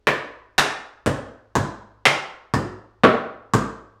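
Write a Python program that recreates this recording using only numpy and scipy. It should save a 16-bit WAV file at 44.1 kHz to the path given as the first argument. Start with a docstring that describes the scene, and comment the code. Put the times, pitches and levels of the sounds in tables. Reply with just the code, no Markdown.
"""A faint hum fills a bare room. A dancer in tap shoes starts on a wooden practice board with a
brush (a forward swing), then strikes about every half second: the ball of the foot, two heel drops,
a spank (a backward swing), a heel, the toe tip and a last heel. Each time the metal tap clacks on
the wood, the dancer's weight thumps the board, and the walls ring on for about half a second."""
import sys
import numpy as np
from scipy import signal
from scipy.fft import rfft, irfft
from scipy.io import wavfile
from scipy.ndimage import uniform_filter1d

SR = 44100
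rng = np.random.default_rng(int(sys.argv[2]) if len(sys.argv) > 2 else 0)


def unload_wav(signal):
    """Save mono or channel-first audio to the path in sys.argv[1] as 16-bit WAV at rate SR, clipped to [-1, 1]."""
    wavfile.write(
        sys.argv[1],
        SR,
        np.round(np.clip(np.atleast_2d(signal).T, -1, 1) * 32767).astype(np.int16),
    )


N = 176400  # 4 seconds

# The tone of the room's soft background noise (frequency [Hz], relative level [dB])
AIR_TONE = [(20, -11.5), (40, -11), (75, -11), (170, -23), (420, -16.5), (700, -27), (2500, -37),
            (5000, -40.5), (9000, -54), (15000, -62)]
# How long the room rings (frequency [Hz], time to fade by 60 dB [s])
ROOM_FADE = [(50, 0.26), (120, .42), (250, 0.56), (560, 0.65), (1200, 0.7), (2500, .53), (5000, 0.5),
             (8000, 0.43), (14000, 0.22)]
# First echoes from the floor, walls and ceiling (rough delay [s], level [dB])
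FIRST_ECHOES = [(.0011, -12.5), (.0055, -10.5), (.0068, -14.5), (.0095, -18), (.0145, -14.5),
                (0.0168, -16.5)]
# Low notes of the board and floor (frequency [Hz], base level [dB], time to fade by 60 dB [s])
BOARD_NOTES = [(54.7, -27.5, 0.71), (99, -30, 0.45), (107.3, -24, 0.35), (142.5, -16.5, .34),
               (204, -32.5, 0.12), (107, -52, 5.9)]
# The overall tone of a blow from each part of the shoe (frequency [Hz], relative level [dB])
SHOE_TONES = { "heel": [(30, 9.5), (70, 21), (100, 40), (160, 27.5), (230, 33), (450, 26), (650, 20.5),
              (1500, 18), (2400, 7), (4000, 3), (8000, 0), (10500, -10), (15000, -17.5)], "brush": [(30, 4),
              (70, 4), (120, 18), (260, 23), (500, 28.5), (850, 21), (1800, 24), (3000, 18), (5000, 7),
              (9000, -3.5), (15000, -16)], "ball": [(30, 12), (70, 4.5), (120, 14.5), (260, 23), (600, 25),
              (1500, 29), (2500, 24), (5000, 22.5), (8000, 16), (11000, 9), (15000, -8)],
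              "spank": [(30, -3), (70, -13), (120, 22.5), (260, 22), (600, 28), (1500, 27.5), (2600, 29.5),
              (4200, 19.5), (8000, 10.5), (11000, 4), (15000, -14.5)], "tip": [(30, 0.5), (70, 23.5),
              (110, 32.5), (200, 35.5), (400, 35.5), (850, 27.5), (1500, 28.5), (2200, 21), (3500, 14.5),
              (5500, -2.5), (10000, -14.5), (15000, -29.5)]}
# The eight strikes (time [s], shoe part, level [dB], treble [dB], weight on the board at WEIGHT_HZ [dB],
# how squarely the tap faces the listener [dB], resonances). Resonances are the pitches at which
# tap and sole ring (frequency [Hz], width [Hz], lift before scaling by ring depth [dB]).
TAP_STRIKES = [ (0.0706, "brush", 0.95, -4.5, -11.5, 1.5, [(453, 63, 3), (610, 51, 5.5), (1057, 370, 7.5),
               (1773, 320, 7.5), (2380, 330, 6), (12000, 1900, 4)]),
               (0.5805, "ball", 0.74, -9, -11.5, -6, [(414, 39, 6.5), (760, 49, 4.5), (1433, 220, 2),
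               (1745, 300, 6), (2720, 240, 7), (3810, 660, 5.5), (14000, 1500, 12)]),
               (1.0611, "heel", -0.12, -1.4, -4.5, -1.5, [(242, 110, 3.5), (579, 360, 8.5), (1094, 160, 4),
               (1760, 400, 6.5), (2900, 1300, 4.5), (9200, 1800, 5)]),
               (1.5539, "heel", -0.22, -0.88, -2.5, 1, [(640, 120, 4), (1005, 500, 8.5), (1650, 270, 7),
               (4000, 890, 4), (6700, 2300, 5), (13370, 2500, 2.5)]),
               (2.0542, "spank", 0.5, -5.6, -10.5, -0.5, [(367, 31, -1.5), (780, 50, 6), (1337, 130, 7),
               (2126, 270, 8), (3150, 380, 2.5), (5410, 1050, 3.5)]),
               (2.5377, "heel", 0.12, -4, -3.5, 1, [(364.5, 34, 9.5), (1075, 440, 7), (1790, 300, 10),
               (5000, 1200, 7), (6940, 1070, 0), (14400, 2000, -3)]),
               (3.0348, "tip", 0.45, 1, -8, -7, [(241, 65, 5.5), (477, 127, 7.5), (628, 106, 9),
               (780, 60, 4), (1120, 85, 13), (1334, 230, 8), (1763, 150, 1)]),
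               (3.5363, "heel", 0.46, -0.16, -1.5, 1, [(203, 26, 5), (445, 80, 5.5), (1139, 520, 11),
               (1570, 160, 7), (5000, 810, 1.5), (7190, 1800, 6), (13300, 1930, 1)])]

AIR_DB, HUM_DB, HUM_HZ, HUM_WIDTH_HZ = -66.5, -66, 57.5, 5
DIRECT_DB, TAIL_DB, SCATTER_DB = -10.5, -2, -3.5
TAIL_RISE_S, SCATTER_S, ECHO_SPREAD_S = 0.005, 0.011, 0.00037
BEAM_DB, BEAM_HZ = 5, 2600  # the tap beams its treble: direct sound and echoes are brighter than the tail
BOARD_RISE_S, WEIGHT_HZ = 0.012, 104.9
CHATTER_S, BEND_S = 0.00022, 0.00045  # BEND_S: delay of the board's bending waves at 1 kHz
TREBLE_HZ, TOP_HZ = 2500, 16300
RING_NEAR, RING_FAR = 1.47, 0.9  # ring depth straight from the shoe, and averaged over the room


def amp(db):
    """Turns decibels into a number to multiply a sound by."""
    return 10 ** (np.asarray(db) / 20)


def look_up(table, hz):
    """Reads between the rows of a table, with frequency spaced like musical pitch."""
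    frequencies, values = np.transpose(table)
    return np.interp(np.log(hz + 1), np.log(frequencies), values)


def add(mix, start_s, sound):
    """Mixes a sound in at the given time."""
    part = mix[round(start_s * SR):][:len(sound)]
    part += sound[:len(part)]


def treble_shelf(hz, corner_hz, db):
    """A curve in dB that turns the treble up or down and leaves the bass alone."""
    return db * hz ** 2 / (hz ** 2 + corner_hz ** 2)


def sharp_pulse(db):
    """The sharpest pulse that has these levels from bass to treble."""
    log_gain = np.log(amp(np.concatenate([db, db[-2:0:-1]])))
    spectrum = np.exp(np.conj(signal.hilbert(log_gain)))
    return irfft(spectrum[:len(db)])


def even_out(sound, size=70):
    """Makes bass and treble equally strong but keeps the small peaks and dips."""
    power = uniform_filter1d(abs(rfft(sound)) ** 2, size)
    opposite_db = -10 * np.log10(abs(power) + 1e-9)
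    return signal.fftconvolve(sound, sharp_pulse(opposite_db))[:len(sound)]


def noise(gains):
    """Steady noise of strength 1, shaped by a gain for each frequency."""
    shaped = irfft(rfft(rng.standard_normal(N)) * gains, N)
    return shaped / shaped.std()


def room_tone():
    """The background: faint air and a low, wavering hum."""
    hz = np.fft.rfftfreq(N, 1 / SR)
    hum = noise(1 / (1 + (2 * (hz - HUM_HZ) / HUM_WIDTH_HZ) ** 2))
    air = noise(amp(look_up(AIR_TONE, hz)))
    return amp(AIR_DB) * air + amp(HUM_DB) * hum


def room_reverb():
    """Countless bounces off the walls blur into a quick scatter of sound and a fading tail."""
    t = np.arange(SR) / SR
    hz, slice_s, bands = signal.stft(rng.standard_normal(SR), SR, nperseg=256)
    fade_s = look_up(ROOM_FADE, hz)[:, None]
    fading = bands * amp(-60 * slice_s / fade_s) / np.sqrt(fade_s)
    tail = signal.istft(fading, SR, nperseg=256)[1][:SR]
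    tail *= 1 - np.exp(-t / TAIL_RISE_S)
    scatter = rng.standard_normal(SR) * t * np.exp(-t / SCATTER_S)
    reverb = amp(TAIL_DB) * tail / np.linalg.norm(tail)
    reverb += amp(SCATTER_DB) * scatter / np.linalg.norm(scatter)
    return even_out(reverb) * np.linalg.norm(reverb)


def direct_and_echoes(facing_db):
    """Sound reaches the ear straight from the shoe, then off the floor, walls and ceiling."""
    arrivals = np.zeros(SR)
    arrivals[0] = amp(DIRECT_DB + facing_db)
    for delay_s, db in FIRST_ECHOES:
        add(arrivals, abs(delay_s + ECHO_SPREAD_S * rng.uniform(-1.2, 1)), amp([db]))
    hz = np.fft.rfftfreq(256, 1 / SR)
    beam = sharp_pulse(treble_shelf(hz, BEAM_HZ, BEAM_DB))
    return signal.fftconvolve(arrivals, beam)[:SR]


def board_thump(weight_db):
    """Board and floor swing under the dancer; the lower the note, the more the weight matters."""
    t = np.arange(2 * SR) / SR
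    swing = np.zeros(len(t))
    for hz, db, fade_s in BOARD_NOTES:
        start_db = db + weight_db * WEIGHT_HZ / hz
        swing += amp(start_db - 60 * t / fade_s) * np.sin(2 * np.pi * hz * t)
    return -swing * (1 - np.exp(-t / BOARD_RISE_S))


def tap_landing():
    """The tap chatters for an instant as it lands; in the board the treble runs ahead of the bass."""
    t, hz = np.arange(4096) / SR, np.fft.rfftfreq(4096, 1 / SR)
    chatter = even_out(rng.standard_normal(len(t)) * np.exp(-t / CHATTER_S), size=21)
    phase_lag = 4 * np.pi * BEND_S * np.sqrt(1000 * hz)
    return irfft(rfft(chatter) * np.exp(-1j * phase_lag))[:len(t) // 2]


def tap_clack(part, treble_db, resonances, ring_depth):
    """The tap hits the wood and rings briefly, at pitches set by its angle and where it lands."""
    hz = np.fft.rfftfreq(4096, 1 / SR)
    db = look_up(SHOE_TONES[part], hz) + treble_shelf(hz, TREBLE_HZ, treble_db)
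    for centre_hz, width_hz, lift_db in resonances:
        db += ring_depth * lift_db / (1 + (2 * (hz - centre_hz) / width_hz) ** 2) ** 2
    return -sharp_pulse(db)


def scene():
    """Eight strikes over the hum; each lands on a new spot, so each gets its own echoes."""
    mix = room_tone()
    for start_s, part, db, treble_db, weight_db, facing_db, resonances in TAP_STRIKES:
        landing = amp(db) * tap_landing()
        reverb = room_reverb()
        direct = direct_and_echoes(facing_db)
        for path, ring_depth in ((direct, RING_NEAR), (reverb, RING_FAR)):
            blow = signal.fftconvolve(landing, tap_clack(part, treble_db, resonances, ring_depth))
            add(mix, start_s, signal.fftconvolve(blow, path))
        add(mix, start_s, board_thump(weight_db))
    return mix[None]


def record(dry):
    """Flattens any peak that is too loud, then cuts the treble above TOP_HZ."""
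    lowpass = signal.firwin(301, TOP_HZ, window=("kaiser", 8), fs=SR)
    return signal.oaconvolve(np.clip(dry, -1, 1), lowpass[None], "same")


dry = scene()
out = record(dry)
unload_wav(out)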